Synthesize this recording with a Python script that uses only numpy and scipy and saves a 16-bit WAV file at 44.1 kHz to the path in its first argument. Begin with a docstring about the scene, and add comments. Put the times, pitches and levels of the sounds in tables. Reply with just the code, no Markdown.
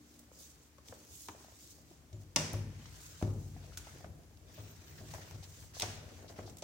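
"""A low drone sinks away under the soft hiss of sliding card: a cardboard box with a plastic window is
being unfolded on a wooden table in a small bare room. Faces rub, edges scrape, panels knock, and the
cover's plastic tab snaps onto the wood and rings. The hollow box rumbles as hands push it, squeals
thinly as it turns, and is set down with thumps that boom in the low modes of table and room.
A faint hum and hiss lie underneath."""
import sys
import numpy as np
from scipy import signal
from scipy.fft import rfft, irfft, next_fast_len
from scipy.io import wavfile
from scipy.ndimage import uniform_filter1d, map_coordinates

SR = 44100
rng = np.random.default_rng(int(sys.argv[2]) if len(sys.argv) > 2 else 0)


def put_to_file(sound):
    """Save the sound as 16-bit audio at rate SR, in the file named by the first command-line argument."""
    columns = np.atleast_2d(sound).T  # one column per channel
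    safe = np.clip(columns, -1, 1)
    whole_steps = np.round(safe * 32767)
    wavfile.write(sys.argv[1], SR, whole_steps.astype(np.int16))


N = 292691

# Room tone, steady hum and opening drone: f/Hz, rms level/dB
HUM_TONES = [(72, -69), (100, -81), (240, -81), (300, -77)]
DRONE_TONES = [(236, -69), (296, -68.5)]
# Reverb decay: f/Hz, t60/s
ROOM_DECAY = [(100, 1), (300, 0.97), (700, 0.73), (2000, 0.85), (6000, 0.6), (10000, 0.58), (16000, 0.45)]
# Stereo image of diffuse and of direct sound: f/Hz, left-right correlation
DIFFUSE_IMAGE = [(100, 0.89), (300, 0.81), (600, 0.53), (1200, 0.0065), (3000, 0.045), (16000, 0)]
DIRECT_IMAGE = [(100, 0.98), (500, 1), (1200, 0.12), (5000, 0.07), (16000, 0.039)]
# Stereo balance: f/Hz, left minus right/dB
BALANCE = [(60, 5.5), (150, 1), (700, 1.5), (2000, 2.5), (4800, 2), (5900, -1), (7700, -5), (10000, -1.5),
           (15000, -4)]

# Noise colours: f/Hz, relative level/dB
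ROOM_TONE_EQ = [(20, -18), (35, -19), (55, 7), (78, -12), (130, 0.5), (200, -6), (300, -4.5), (600, -18.5),
                (1100, -14.5), (3900, -19.5), (6400, -16.5), (10000, -25), (16000, -25)]  # background hiss
REVERB_EQ = [(40, -2), (100, 0.5), (300, 3.5), (700, 0.5), (1300, 1.5), (3000, -3.5), (6500, -4.5),
             (9000, -3.5), (16000, -3)]  # the room's reflections
RUMBLE_EQ = [(20, -32), (38, -12), (55, -3.5), (72, -1.5), (100, 3), (125, -10.5), (160, -3), (260, -58.5),
             (600, -44)]  # box pushed over the table top
HOLLOW_EQ = [(110, 4.5), (200, 2.5), (320, 2.5), (480, -1), (650, -1.5), (1000, -13.5), (1800, -28.5)]  # rubbing heard through the hollow box
SCRAPE_EQ = [(500, -10.5), (1000, -1.5), (1600, 1.5), (2300, -1), (4000, -3.5), (6000, -2), (9000, -15),
             (16000, -60)]  # card edges
PAPER_EQ = [(1500, -23), (3300, -7.5), (5000, -3.5), (6300, 1), (8000, -3), (10000, -10), (13000, -11.5),
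            (15800, -6)]  # coated faces
SIZZLE_EQ = [(3000, -29), (6500, 4), (8500, 3), (11000, 2.5), (15800, -2.5)]  # top end of fast strokes
THUD_EQ = [(40, -33), (100, -4.5), (210, -2), (340, -6.5), (470, -13), (640, -10.5), (1100, -23),
           (2500, -49)]  # soft, heavy contact
CRACK_EQ = [(200, -18), (400, -4), (620, -10), (950, -3.5), (1600, -24), (2030, -6), (2400, -7),
            (3900, -3.5), (4600, -4), (6000, 1), (7500, -7), (8800, -12.5), (11000, -24), (16000, -26.5)]  # hard edge contact
# Colours that follow a pitch: multiple of that pitch, relative level/dB
RASP_EQ = [(.3, -39), (.6, -4), (.8, 2), (1.2, 3), (1.5, -6), (2.2, -27)]  # dragged edge
PANEL_EQ = [(.2, -20), (.5, -12), (1, 1.5), (1.5, -9.5), (2.5, -12.5), (4.5, -24), (10, -55)]  # papery crack of a knock

# Hands push the box: start/s, hold/s, rumble level/dB, hollow rub level/dB
BOX_PUSHES = [(0, 0.57, -75, -67.5), (0.867, 0.32, -72, -69), (1.35, 0.3, -71, -70.5),
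              (1.85, 0.9, -66.5, -65.5), (2.797, 0.8, -57.5, -66), (3.553, 0.57, -57, -62),
              (4.116, 1, -61, -64), (5.02, 0.3, -53.5, -57.5), (5.464, 0.3, -55.5, -64.5),
              (6.037, 0.4, -59.5, -56), (6.425, 0.2, -57.5, -60.5)]
# Thin squeal of the turning box: t/s, f/Hz, level/dB
SQUEAL_PATH = [(4.51, 14000, -86), (4.545, 14450, -63), (4.59, 15700, -66), (4.665, 15500, -65),
               (4.715, 13900, -63), (4.77, 14160, -78), (4.83, 13800, -70), (4.875, 14300, -66),
               (4.92, 15600, -66), (5.02, 15000, -71), (5.12, 15800, -80), (5.24, 15300, -69),
               (5.31, 14000, -69), (5.36, 13000, -90)]
# Squeaks of the plastic window: start/s, length/s, level/dB, f/Hz
WINDOW_SQUEAKS = [(2.123, 0.063, -68, 7100), (4.76, .19, -71, 6100)]
# Strokes of card and fingers: t/s at top speed, rise/s, fall/s, hiss level/dB, scrape level/dB
CARD_STROKES = [(.17, 0.19, 0.087, -64, -75), (.335, 0.017, 0.062, -61, -79),
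                (.405, 0.044, 0.18, -55, -72.5), (.64, 0.11, 0.059, -65.5, -78),
                (.88, 0.037, 0.11, -58, -70), (1.01, 0.12, 0.14, -60, -72), (1.16, 0.11, .13, -54, -79),
                (1.25, 0.11, 0.12, -53.5, -84), (1.42, 0.097, 0.22, -60, -68.5),
                (1.63, .14, 0.12, -57.5, -83.5), (1.72, 0.15, 0.13, -59, -89),
                (1.92, 0.12, 0.088, -66, -74.5), (2.22, 0.033, 0.033, -65, -76),
                (2.9, 0.21, 0.14, -64, -62.5), (3.06, 0.16, 0.11, -54.5, -62),
                (3.2, 0.11, 0.12, -57.5, -61.5), (3.47, 0.42, 0.16, -62.5, -78),
                (3.7, 0.18, 0.34, -65, -63.5), (3.878, 0.044, 0.21, -60, -61),
                (4.57, 0.11, 0.79, -63.5, -63.5), (4.93, 0.075, 0.73, -65, -64),
                (5.14, 0.1, 0.11, -56, -61), (5.3, 0.23, 0.072, -64.5, -60.5),
                (5.437, 0.0081, 0.027, -57.5, -65), (5.599, 0.28, 0.14, -58, -65),
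                (5.741, 0.0065, 0.07, -57.5, -58), (5.8, 0.06, 0.12, -53, -75),
                (5.91, 0.12, 0.11, -57, -57), (6.17, 0.2, 0.13, -65.5, -61.5),
                (6.3, 0.016, 0.054, -61.5, -61.5), (6.391, 0.042, 0.065, -64, -59.5),
                (6.49, 0.068, 0.07, -63, -71)]
# A card edge catches and drags: start/s, hold/s, level/dB, centre f/Hz
EDGE_DRAGS = [(4.557, 0.051, -63, 3240), (5.43, 0.014, -57, 4600), (5.748, 0.058, -53, 5200),
              (6.282, 0.0083, -57.5, 4600), (6.464, 0.018, -58.5, 4930)]
# Panels knocked by fingers and table: t/s, level/dB, f/Hz, cycles to fall 60 dB
PANEL_KNOCKS = [(.315, -56, 513, 8.7), (.783, -57.5, 1120, 38), (.785, -61, 615, 20),
                (.9245, -45.5, 530, 21), (1.286, -39.5, 948, 42), (1.29, -51, 310, 35),
                (1.348, -52.5, 580, 22), (1.785, -59.5, 600, 22), (1.914, -57, 650, 17),
                (2.361, -34.5, 900, 43), (2.367, -37.5, 587, 160), (2.368, -41.5, 156, 120),
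                (2.534, -55, 1300, 19), (2.5375, -42, 630, 8.4), (2.5415, -44.5, 1100, 22),
                (2.857, -53.5, 920, 12), (3.2145, -44, 630, 16), (3.2249, -43.5, 980, 14),
                (3.227, -36, 640, 25), (3.564, -54, 735, 23), (3.722, -56.5, 1350, 29),
                (3.7734, -47.5, 1490, 28), (3.870, -48, 670, 14), (4.0066, -54, 704, 28),
                (4.0443, -44, 700, 17), (4.578, -52, 625, 71), (5.013, -57, 686, 40),
                (5.138, -43, 790, 10.5), (5.146, -44.5, 650, 25), (5.182, -49, 790, 20),
                (5.276, -53.5, 600, 11), (5.3107, -51, 850, 8.9), (5.4284, -55, 747, 22),
                (5.637, -58, 910, 8.9), (5.767, -49, 680, 15), (5.7981, -33, 3820, 37),
                (5.8212, -31.5, 3600, 14), (5.8225, -49, 795, 26), (5.829, -35.5, 725, 37),
                (6.2447, -55, 624, 15), (6.299, -52, 680, 36), (6.3879, -40.5, 547, 19),
                (6.476, -53, 750, 67), (6.6245, -41, 630, 62)]
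# Sharp contacts of plastic and card edges: t/s, level/dB, t60/s, top treble boost/dB
EDGE_CLICKS = [(0.192, -50.5, 0.028, 33), (.783, -63, .015, 15), (0.8848, -48.5, 0.014, 11),
               (1.2851, -45.5, 0.02, 2), (2.1292, -57.5, 0.031, -1), (2.3607, -22, 0.013, 8),
               (2.362, -21.5, 0.01, 11.5), (2.3641, -24, 0.0076, -5), (2.3671, -28, 0.029, -21),
               (2.533, -38.5, 0.0056, 44), (2.857, -53.5, 0.038, -21), (2.941, -60, .03, -15),
               (3.2244, -48.5, 0.051, 8), (3.7729, -39, 0.059, 20.5), (3.984, -58, .015, 19),
               (4.234, -63, .02, -5), (4.372, -61, 0.021, -15), (5.138, -48.5, 0.04, 9),
               (5.31, -52, .018, 9.5), (5.798, -36.5, 0.039, 22), (5.8074, -37.5, 0.055, -23),
               (5.8209, -30, 0.048, -2), (6.497, -52.5, 0.037, 13), (6.57, -49, 0.024, 22),
               (6.584, -50.5, 0.059, 23), (6.622, -44, 0.071, 0)]
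# The box's weight lands: t/s, boom send/dB, thud level/dB, air push level/dB, ring time factor
BOX_LANDINGS = [(.893, -58.5, -54.5, -61, 0.32), (1.287, -54.5, -59, -57, 0.18),
                (2.128, -46, -61, -60, 0.56), (2.364, -47.5, -36, -33, 1),
                (2.535, -37.5, -42.5, -28.5, 0.89), (3.2256, -33.5, -34.5, -23, 0.96),
                (4.044, -56.5, -50.5, -55, 0.81), (4.585, -50.5, -49.5, -56, 0.73),
                (5.013, -52.5, -55.5, -50, 1.2), (5.136, -48.5, -60, -48, 0.42),
                (5.335, -45.5, -71, -56, 0.4), (5.826, -44.5, -53, -54, 0.78),
                (6.388, -55.5, -49, -39, 1.5), (6.626, -60, -61, -50, .5)]
# Ringing modes: f/Hz, relative level/dB, t60/s
TAB_MODES = [(554, -14, 0.79), (930, -3, 0.58), (1116, -2, 0.25), (1810, 4, 0.14), (2055, -1, 0.24),
             (2660, -11, 0.27), (2815, 5, 0.17), (3600, 5, 0.16), (4960, 2, 0.15), (5340, -3, 0.11),
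             (5700, -7, 0.2), (5860, 5, 0.17), (6290, -3, 0.27), (6800, -3, 0.19)]  # cover and plastic tab
BOOM_MODES = [(54, -15, 2.1), (90.9, -7, 1.98), (103.6, 4, 0.71), (141.6, -12, 1.8), (158.3, -14.5, 1.57),
              (199, -22.5, 1.8), (240.7, -22.5, 1.13), (309, -21.5, 1.1), (365, -12.5, 0.51),
              (556, -19, 0.57), (613, -12, 0.27)]  # table and room


def amp(db):
    """Decibels to gain."""
    return 10 ** (np.asarray(db) / 20)


def unit(x):
    """x at rms 1."""
    return x / np.sqrt(np.mean(x ** 2) + 1e-20)


def peak_one(x):
    """A hit scaled to rms 1 in its loudest 3 ms."""
    return x / np.sqrt(uniform_filter1d(np.mean(x ** 2, 0), size=132).max())


def along(points, hz):
    """Read (f/Hz, value) points on a log frequency axis."""
    freqs, values = np.transpose(points)
    return np.interp(np.log(hz + 1), np.log(freqs + 1), values)


def wobble(rate):
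    """Smooth random modulation, rate knots a second."""
    return map_coordinates(rng.standard_normal(int(N * rate / SR) + 4), [np.arange(N) * rate / SR])


def fade(t, t60):
    """Exponential decay, 60 dB down at t60."""
    return np.exp(-np.log(1000) * t / max(t60, 1e-3))


def swell_db(gestures, growth=1):
    """Summed level of (start/s, attack/s, hold/s, release/s, level/dB) moves; gain is speed ** growth."""
    t, power = np.arange(N) / SR, np.full(N, amp(-120) ** 2)
    for s, attack, hold, release, db in gestures:
        speed = np.interp(t, s + np.cumsum([0, attack, hold, release]), [0, 1, 1, 0])
        power += (amp(db) * speed ** growth) ** 2
    return 10 * np.log10(power)


def add(track, s, sound):
    """Mix a sound into the track from time s on."""
    part = track[:, max(round(s * SR), 0):][:, :sound.shape[-1]]
    part += sound[..., :part.shape[1]]


def colour(pair, eq, image):
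    """Give two unrelated noises a minimum-phase EQ and a stereo image, at rms 1."""
    n = pair.shape[1]
    m = 2 * next_fast_len(n // 2 + 2048)
    hz = np.fft.rfftfreq(m, 1 / SR)
    cepstrum = irfft(np.log(amp(along(eq, hz))))
    cepstrum[1:m // 2] *= 2
    cepstrum[m // 2 + 1:] = 0  # no pre-ring
    width = np.arccos(np.clip(along(image, hz), -1, 1)) / 2
    shaped = rfft(pair, m) * np.exp(rfft(cepstrum))
    mid, side = irfft(shaped * [np.cos(width), np.sin(width)])[:, :n]
    return unit(np.array([mid + side, mid - side]))


def room_tone(hiss_db=-65.5, drone_hold_s=0.22, drone_release_s=0.15, drone_waver_db=3):
    """The bed: steady hiss, a slightly wavering hum, and a low drone that soon sinks away."""
    t = np.arange(N) / SR
    tone = lambda hz: np.sqrt(2) * np.sin(2 * np.pi * hz * t + wobble(2.81))
    hum = sum(amp(db) * tone(hz) for hz, db in HUM_TONES)
    drone = sum(amp(db + drone_waver_db * wobble(16.7)) * tone(hz) for hz, db in DRONE_TONES)
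    drone *= np.clip(1 - (t - drone_hold_s) / drone_release_s, 0, 1)
    hiss = amp(hiss_db) * colour(rng.standard_normal((2, N)), ROOM_TONE_EQ, DIFFUSE_IMAGE)
    return hum + drone + hiss


def room_tails(count=6, build_s=0.0012):
    """Reverb tails for several spots on the table: quick to build, longest in the bass."""
    noise = np.array([colour(rng.standard_normal((2, SR)), REVERB_EQ, DIFFUSE_IMAGE)
                      for _ in range(count)])
    hz, t, bands = signal.stft(noise, SR, nperseg=256)
    decay = np.exp(-np.log(1000) * t / along(ROOM_DECAY, hz)[:, None])
    tails = signal.istft(bands * decay * (1 - np.exp(-t / build_s)), SR, nperseg=256)[1]
    return tails / np.linalg.norm(tails, axis=-1, keepdims=True)


def in_room(hit, tails, wet_db, smooth_bins=260):
    """A dry hit plus one of the room's tails, which takes on only the hit's broad colour."""
    lead = SR // 10
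    tail = np.pad(tails[rng.integers(len(tails))], ((0, 0), (lead, 0)))
    m = next_fast_len(tail.shape[1])
    power = uniform_filter1d(np.mean(np.abs(rfft(hit, m)) ** 2, 0), size=smooth_bins)
    out = amp(wet_db) * irfft(rfft(tail, m) * np.sqrt(np.abs(power)), m)[:, lead:]
    add(out, 0, hit)
    return out


def patchy(x, depth_db=2.3):
    """The colour of a rub shifts in patches as the contact wanders over the surface."""
    bands = signal.stft(x, nperseg=512)[2]
    patches = uniform_filter1d(rng.standard_normal(bands.shape[1:]), size=4, axis=0)
    patches = uniform_filter1d(patches, size=9, axis=1)
    return signal.istft(bands * amp(depth_db * unit(patches)), nperseg=512)[1][:, :N]


def friction(eq, catches_per_s, grain_db, grip_db):
    """Rubbing at rms 1: countless tiny slips and some larger catches, under a fluttering grip."""
    caught = rng.random(N) < catches_per_s / SR
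    catches = caught * rng.exponential(1, (2, N)) * rng.choice([-1, 1], N)
    slips = patchy(rng.standard_normal((2, N))) + amp(grain_db) * unit(catches)
    return colour(slips * amp(grip_db * wobble(110)), eq, DIFFUSE_IMAGE)


def box_rumble(attack_s=0.26, release_s=0.17):
    """The hollow box and the table top rumble for as long as the hands push."""
    rumble_db = swell_db([(s - attack_s, attack_s, hold, release_s, db) for s, hold, db, _ in BOX_PUSHES])
    rub_db = swell_db([(s - attack_s, attack_s, hold, release_s, db) for s, hold, _, db in BOX_PUSHES])
    rumble = amp(rumble_db) * friction(RUMBLE_EQ, catches_per_s=21, grain_db=-21, grip_db=2)
    rub = amp(rub_db) * friction(HOLLOW_EQ, catches_per_s=40, grain_db=-11, grip_db=2.2)
    return rumble + rub


def fuzzy_tone(hz, width_hz):
    """A stereo tone smeared into a narrow band by fast pitch jitter."""
    jitter = np.array([wobble(900), wobble(900)])
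    return np.sin(2 * np.pi * np.cumsum(hz + width_hz * jitter, axis=1) / SR)


def squeals(flicker_db=5.5, waver_hz=170):
    """The turning box squeals at the top of hearing; its plastic window adds short, lower squeaks."""
    t = np.arange(N) / SR
    times, pitches, levels = np.transpose(SQUEAL_PATH)
    gate = (t > times[0]) & (t < times[-1])
    level_db = np.interp(t, times, levels) + flicker_db * (wobble(28) + wobble(170)) / 2
    pitch_hz = np.interp(t, times, pitches) + waver_hz * wobble(45)
    out = gate * amp(level_db) * fuzzy_tone(pitch_hz, width_hz=330)
    for s, length, db, hz in WINDOW_SQUEAKS:
        arch = np.sin(np.pi * np.clip((t - s) / length, 0, 1))
        out += amp(db) * arch * fuzzy_tone(hz, width_hz=70)
    return out


def card_slides(brisk_hiss_db=-54, brisk_sizzle_db=-58, sizzle_growth=2.65):
    """Edges scrape and coated faces hiss with the speed of each stroke; faster strokes are brighter."""
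    hiss_db = swell_db([(s - rise, rise, 0, fall, db) for s, rise, fall, db, _ in CARD_STROKES],
                       growth=0.76)
    scrape_db = swell_db([(s - rise, rise, 0, fall, db) for s, rise, fall, _, db in CARD_STROKES],
                         growth=0.35)
    sizzle_db = brisk_sizzle_db + sizzle_growth * (hiss_db - brisk_hiss_db)
    scrape = amp(scrape_db) * friction(SCRAPE_EQ, catches_per_s=200, grain_db=-11.5, grip_db=2)
    hiss = amp(hiss_db) * friction(PAPER_EQ, catches_per_s=220, grain_db=-7.5, grip_db=1.5)
    sizzle = amp(sizzle_db) * friction(SIZZLE_EQ, catches_per_s=700, grain_db=-5, grip_db=1.8)
    return scrape + hiss + sizzle


def edge_rasps(attack_s=0.0065, release_s=0.018):
    """Spiky slips of a dragged edge sound through the card's broad resonance."""
    out, t = np.zeros((2, N)), np.arange(SR // 8) / SR
    for s, hold, db, hz in EDGE_DRAGS:
        eq = [(hz * multiple, level) for multiple, level in RASP_EQ]
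        slips = colour(rng.laplace(size=(2, len(t))), eq, DIFFUSE_IMAGE)
        grip = np.interp(t, np.cumsum([0, attack_s, hold, release_s]), [0, 1, 1, 0])
        add(out, s - attack_s, amp(db) * grip * slips)
    return out


def burst(eq, t60):
    """The noise transient of a contact."""
    t = np.arange(SR // 10) / SR
    return peak_one(colour(rng.standard_normal((2, len(t))) * fade(t, t60), eq, DIRECT_IMAGE))


def fold_creak(start_s=1.4065, gap_s=0.0385, db=-55, hz=700, cycles=7):
    """The fold slips in four dull, dead ticks of scattered pitch, given as rows of panel knocks."""
    return [(start_s + k * gap_s, db, hz * np.exp(0.27 * rng.normal()), cycles) for k in range(4)]


def panel_knocks(tails, crack_db=-6):
    """A struck panel gives a damped tone amid a papery crack."""
    out, t = np.zeros((2, N)), np.arange(SR // 4) / SR
    for s, db, hz, cycles in PANEL_KNOCKS + fold_creak():
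        t60 = cycles / hz
        eq = [(hz * multiple, level) for multiple, level in PANEL_EQ]
        knock = np.sin(2 * np.pi * hz * t) * fade(t, t60) * np.ones((2, 1))
        add(knock, 0, amp(crack_db) * burst(eq, t60))
        add(out, s, amp(db) * in_room(peak_one(knock), tails, wet_db=-11))
    return out


def edge_clicks(tails, left_db=1):
    """Hard edges strike with a crack, a little to the left; the harder the edge, the more top treble."""
    out = np.zeros((2, N))
    shelf = [(5500, 0.034), (13000, 0.94)]  # f/Hz, share of the boost
    pan = amp([[left_db / 2], [-left_db / 2]])
    for s, db, t60, top_db in EDGE_CLICKS:
        eq = [(hz, level + top_db * along(shelf, hz)) for hz, level in CRACK_EQ]
        add(out, s, amp(db) * in_room(burst(eq, t60) * pan, tails, wet_db=-3.5, smooth_bins=1300))
    return out


def tab_ring(snap_s=2.3626, level_db=-45):
    """The cover rings after its tab hits the wood; each mode has its own phase left and right."""
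    out, t = np.zeros((2, N)), np.arange(SR // 2) / SR
    for hz, db, t60 in TAB_MODES:
        phase = rng.normal(0, 0.84, (2, 1))
        add(out, snap_s, amp(level_db + db) * np.sin(2 * np.pi * hz * t + phase) * fade(t, t60))
    return out


def box_thumps(tails, push_hz=184, swell_s=0.0052, boom_gain_db=3):
    """The box lands: a push of air from under its flat face, a thud, then low modes swell and beat."""
    out, t = np.zeros((2, N)), np.arange(SR + SR // 2) / SR
    push = np.sin(2 * np.pi * push_hz * t) * fade(t, t60=0.029)
    push = push[:SR // 10] * np.ones((2, 1))
    for s, boom_db, thud_db, push_db, ring in BOX_LANDINGS:
        modes = sum(amp(db + rng.normal()) * np.sin(2 * np.pi * hz * t) * fade(t, t60 * ring)
                    for hz, db, t60 in BOOM_MODES)
        add(out, s, amp(boom_db + boom_gain_db) * modes * (1 - np.exp(-t / swell_s)))
        add(out, s, amp(thud_db) * in_room(burst(THUD_EQ, t60=0.02), tails, wet_db=-3))
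        add(out, s, amp(push_db) * in_room(push, tails, wet_db=-12, smooth_bins=60))
    return out


def scene():
    """Hits and rubbing over the room tone."""
    tails = room_tails()
    hits = edge_clicks(tails) + tab_ring() + panel_knocks(tails) + box_thumps(tails)
    rubbing = card_slides() + edge_rasps() + box_rumble() + squeals()
    return hits + rubbing + room_tone()


def record(dry, low_cut_hz=48, top_hz=15950):
    """Master EQ: a low cut, a different colour left and right, and a brick wall at the top."""
    m = next_fast_len(N + SR // 2)
    hz = np.fft.rfftfreq(m, 1 / SR)
    lean_db = along(BALANCE, hz) / 2
    trimmed = signal.sosfilt(signal.butter(4, low_cut_hz, "high", fs=SR, output="sos"), dry)
    return irfft(rfft(trimmed, m) * amp([lean_db, -lean_db]) * (hz < top_hz), m)[:, :N]


dry = scene()
out = record(dry)
put_to_file(out)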